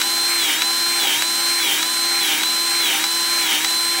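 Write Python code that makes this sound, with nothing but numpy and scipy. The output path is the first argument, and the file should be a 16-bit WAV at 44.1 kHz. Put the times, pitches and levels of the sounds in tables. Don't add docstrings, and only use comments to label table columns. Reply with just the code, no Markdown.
import sys
import numpy as np
from scipy import signal
from scipy.fft import rfft, irfft
from scipy.io import wavfile
from scipy.ndimage import uniform_filter1d

SR = 44100
rng = np.random.default_rng(int(sys.argv[2]) if len(sys.argv) > 2 else 0)


def file_out(sig):
    cols = np.atleast_2d(sig).T
    lim = np.clip(cols, -1, 1)
    pcm = np.round(lim * 32767).astype(np.int16)
    wavfile.write(sys.argv[1], SR, pcm)


def undo_db(level):
    steps = np.asarray(level, float) / 20
    return 10 ** steps


N = 176400

# start in seconds, peak in dB, extra body in dB.
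CLICKS = [(0.0145, -4.5, 1), (0.619, -4.5, 2), (1.2216, -4, 3), (1.8271, -4.5, -1), (2.4328, -6, 1.5),
          (3.039, -4.5, 1), (3.6453, -4.5, 1)]
STROKE_S = .606


def rms_one(x):
    return x / np.sqrt(np.mean(x ** 2) + 1e-20)


def drift(rate_hz):
    r = np.exp(-80 * np.pi * rate_hz / SR)
    slow = signal.lfilter([1], [1, -2 * r, r * r], rng.standard_normal(N // 40 + 2002))
    slow = slow[2000:]
    return np.interp(np.arange(N) / 40, np.arange(len(slow)), rms_one(slow))


def resonance(x, hz, width_hz):
    r = np.exp(-np.pi * width_hz / SR)
    feedback = [1, -2 * r * np.cos(2 * np.pi * hz / SR), r * r]
    return signal.lfilter([(1 - r * r) / 2, 0, (r * r - 1) / 2], feedback, x)


def rattle(bands, bunch):
    hits_per_s = 3500
    struck = (rng.random(N) < hits_per_s / SR) * bunch * undo_db(1.5 * drift(150.0))
    out = 0
    for hz, width_hz, db in bands:
        hits = struck * rng.standard_normal(N) + 1e-18
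        once = resonance(hits, hz, width_hz * 1.3)
        out = out + undo_db(db) * rms_one(resonance(once, hz, width_hz * 1.3))
    return out


def tones(orders, turns, load, flutter_db):
    strain_flutter_db = 1.8
    out = 0
    for order, free_db, loaded_db in orders:
        db = free_db + (loaded_db - free_db) * load
        db = db + flutter_db * drift(4.0) + strain_flutter_db * load * drift(51.0)
        out = out + np.sqrt(2) * undo_db(db) * np.sin(2 * np.pi * (order * turns + rng.random()))
    return out


def engaged(load):
    return np.minimum(2.2 * load, 1)


def strokes():
    # seconds after the click, commutator whine in Hz.
    whine = [(0, 3945), (.03, 4036), (.07, 4074), (.2, 4103), (.27, 4124), (.365, 4124), (.39, 4070),
             (.47, 3750), (.51, 3690), (.55, 3730), (.606, 3945)]
    # seconds after the click, gear load 0 to 1, plunger drag 0 to 1.
    push = [(0, 0.2, .25), (.05, .0, 0.14), (.26, 0.04, 0.4), (.295, .0, 0.76), (.355, .0, 0.78),
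            (.385, 0.29, 0.7), (.46, 0.85, 0.3), (0.499, 0.9, 0.47), (.55, 0.57, 0.55), (.58, 0.14, 0.82),
            (0.607, 0.34, .25)]
    battery_sag_per_s, commutator_bars = .0016, 12
    t, clicks = np.arange(N) / SR, np.array(CLICKS)[:, 0]
    clicks = np.concatenate([[clicks[0] - STROKE_S], clicks, [clicks[-1] + STROKE_S]])
    within = np.interp(t, clicks, np.arange(len(clicks))) % 1 * STROKE_S
    at, hz = np.transpose(whine)
    speed = uniform_filter1d(np.interp(within, at, hz), size=900)
    at, *forces = np.transpose(push)
    smooth = [uniform_filter1d(np.interp(within, at, force), size=500) for force in forces]
    load, drag = np.clip(smooth, 0, 1)
    shaft_hz = speed * (1 - battery_sag_per_s * (t - 1.4)) / commutator_bars
    sag = (hz.max() - speed) / np.ptp(hz)
    return np.cumsum(shaft_hz) / SR, sag, load, drag


def tank():
    # time in seconds, level in dB.
    swells = [(0.0, -39.5), (0.59, -45.5), (0.71, -37), (0.76, -53), (1.07, -33), (1.1, -44.5),
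              (2.09, -44.5), (2.1, -38), (2.67, -47), (2.72, -40), (2.91, -47), (2.94, -37), (3.23, -49),
              (3.44, -39.5), (3.63, -59), (3.65, -40), (3.89, -50), (4.0, -33.5)]
    s, db = np.transpose(swells)
    hum = resonance(rng.standard_normal(N), 800.3, 13)
    hum = hum / np.sqrt(uniform_filter1d(hum ** 2, size=4000))
    return undo_db(1.5 + np.interp(np.arange(N) / SR, s, db)) * hum


def hiss(load):
    # frequency in Hz, level in dB per Hz.
    colour = [(24, -78), (40, -40), (337, -16), (422, -18.5), (1020, -17.5), (2570, -12), (4030, -9),
              (4680, -12), (16000, -24)]
    # frequency in Hz, width in Hz, change in dB.
    housing = [(1603, 405, 4.5), (3280, 1300, -5.5), (5730, 600, 3), (8070, 620, 4), (10040, 240, 1),
               (4760, 840, -3.5), (463, 410, -4.5)]
    hz = np.maximum(np.arange(N // 2 + 1) * SR / N, 1)
    colour_hz, colour_db = np.transpose(colour)
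    db = np.interp(np.log(hz), np.log(colour_hz), colour_db)
    for peak_hz, width_hz, change_db in housing:
        db = db + change_db / (1 + (2 * (hz - peak_hz) / width_hz) ** 2)
    noise = rms_one(irfft(rfft(rng.standard_normal(N)) * undo_db(db), N))
    return undo_db(-24 + 2 * load + .5 * drift(11.0)) * noise


def rasp(drag):
    # frequency in Hz, width in Hz, level in dB.
    scrape = [(1613, 680, -32), (2224, 370, -29.5)]
    return drag * rattle(scrape, 1)


def sizzle(load):
    # frequency in Hz, width in Hz, level in dB.
    bearing = [(6000, 1500, -49), (10000, 1700, -36), (14500, 1500, -38), (15550, 600, -33.5)]
    return engaged(load) * rattle(bearing, 1)


def slider():
    # frequency in Hz, width in Hz, level in dB.
    metal = [(1400, 500, -15), (2200, 900, -13), (3800, 1400, -10), (6100, 1200, -16), (8500, 3000, -21)]
    slack_s, rattle_s, ring_s, click_db = .0007, .0016, .004, -8.5
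    out, t = np.zeros(N), np.arange(600) / SR
    shape = np.where(t < rattle_s, 1, 0.73 * np.exp(-(t - rattle_s) / ring_s))
    for s, peak_db, body_db in CLICKS:
        burst = 0
        for hz, width_hz, band_db in metal:
            ring = resonance(rng.standard_normal(600) * shape, hz, width_hz)
            burst = burst + undo_db(band_db + body_db * (hz < 2000)) * rms_one(ring)
        i = int((s + slack_s) * SR)
        out[i:i + 600] = undo_db(peak_db + click_db) * burst
    return signal.sosfilt(signal.butter(3, 700, "high", fs=SR, output="sos"), out)


def growl(turns, load):
    # frequency in Hz, width in Hz, level in dB.
    teeth = [(325, 99, -20.5), (440, 470, -19.5), (1810, 760, -9.5), (2300, 260, -3), (2940, 290, -4),
             (3430, 320, -6.5)]
    carrier_order, pulsing = .685, .6
    bunch = 1 + pulsing * np.cos(2 * np.pi * carrier_order * turns)
    return undo_db(-24 + 0.62 * drift(22.0)) * load * rattle(teeth, bunch)


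def gears(turns, load):
    # multiple of shaft speed, dB running free, dB loaded.
    side_tones = [(.75, -52, -56), (2.56, -58, -39), (7.62, -58, -34), (8.56, -56, -37), (9.565, -50, -27),
                  (11.25, -50, -32), (19.81, -60, -45), (39.63, -66, -50), (40.31, -66, -51),
                  (49.88, -66, -45)]
    # multiple of shaft speed, dB running free, dB loaded.
    mesh = [(1.19, -60, -43.5), (10.25, -39, -26), (20.5, -60, -45), (29.4, -66, -50)]
    lead_s = .022
    later_load = np.roll(load, -int(lead_s * SR))
    grip = engaged(np.minimum(load, later_load))
    return undo_db(.01) * (tones(side_tones, turns, load, 1.5) + tones(mesh, turns, grip, 1.0))


def motor(turns, sag, load, drag):
    # multiple of shaft speed, dB at full speed, dB at the bottom of the sag.
    shaft_tones = [(3, -35.5, -40), (4, -42, -55), (9, -37, -40), (12, -22.3, -33), (13, -40, -44),
                   (15, -39.5, -55), (22, -44, -55), (23, -47, -58), (24, -32, -44), (25, -35, -52),
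                   (26, -54, -48), (27, -44, -55), (30, -50, -50), (31, -50, -60), (33, -49, -51),
                   (34, -51, -60), (35, -50, -60), (36, -41, -51), (37, -43.5, -57), (48, -60, -49)]
    strain = sag * (0.67 + 0.29 * engaged(load))
    whine = undo_db(.01) * tones(shaft_tones, turns, strain, 1.0)
    unbalance_db = -41 + 4 * drag + 0.4 * drift(6.7)
    return whine + np.sqrt(2) * undo_db(unbalance_db) * np.sin(2 * np.pi * turns)


def scene():
    turns, sag, load, drag = strokes()
    mix = tank() + hiss(load) + rasp(drag) + sizzle(load) + slider()
    mix = mix + growl(turns, load) + gears(turns, load) + motor(turns, sag, load, drag)
    return np.tile(mix, (2, 1))


def wide_patches(x):
    # middle in seconds, length in seconds, lowest Hz, highest Hz.
    patches = [(0.31, 0.036, 4651, 6976), (0.403, 0.03, 13781, 15159), (0.472, 0.032, 12316, 13781),
               (0.563, 0.032, 13092, 14470), (0.564, 0.033, 8957, 11025), (0.565, 0.035, 5081, 6287),
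               (0.842, 0.028, 13781, 15762), (0.843, 0.035, 8182, 9646), (1.03, 0.083, 8182, 9733),
               (1.144, 0.029, 11800, 13092), (1.145, 0.035, 14470, 15848), (1.285, 0.033, 10335, 12403),
               (1.401, 0.036, 5684, 7665), (1.447, 0.038, 5598, 7579), (1.655, 0.036, 6201, 7665),
               (1.657, 0.03, 11714, 13092), (2.028, 0.03, 14556, 15848), (2.028, 0.036, 5167, 6373),
               (2.074, 0.032, 8957, 11025), (2.467, 0.032, 9646, 11714), (2.539, 0.03, 10335, 11714),
               (2.956, 0.032, 13006, 14384), (2.956, 0.035, 6287, 7665), (3.791, 0.036, 6287, 7665)]
    out = x.copy()
    for s, length_s, low_hz, high_hz in patches:
        size = int((length_s + .012) * SR)
        i = int(s * SR) - size // 2
        hz = np.arange(size // 2 + 1) * SR / size
        band = (hz > low_hz + 60) & (hz < high_hz - 60)
        own = irfft(rfft(x[0, i:i + size]) * band, size)
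        noise = rms_one(irfft(rfft(rng.standard_normal(size)) * band, size)) * own.std()
        change = undo_db(1) * noise * [[.7], [-.7]] - .3 * own
        out[:, i:i + size] += np.hanning(size) ** .8 * change
    return out


def roll_off(x):
    return signal.sosfilt(signal.butter(12, 16810, fs=SR, output="sos"), x)


def record(dry):
    below_cutoff = np.arange(N // 2 + 1) * SR / N < 15790
    mix = irfft(rfft(wide_patches(dry)) * below_cutoff, N)
    return roll_off(mix)


dry = scene()
out = record(dry)
file_out(out)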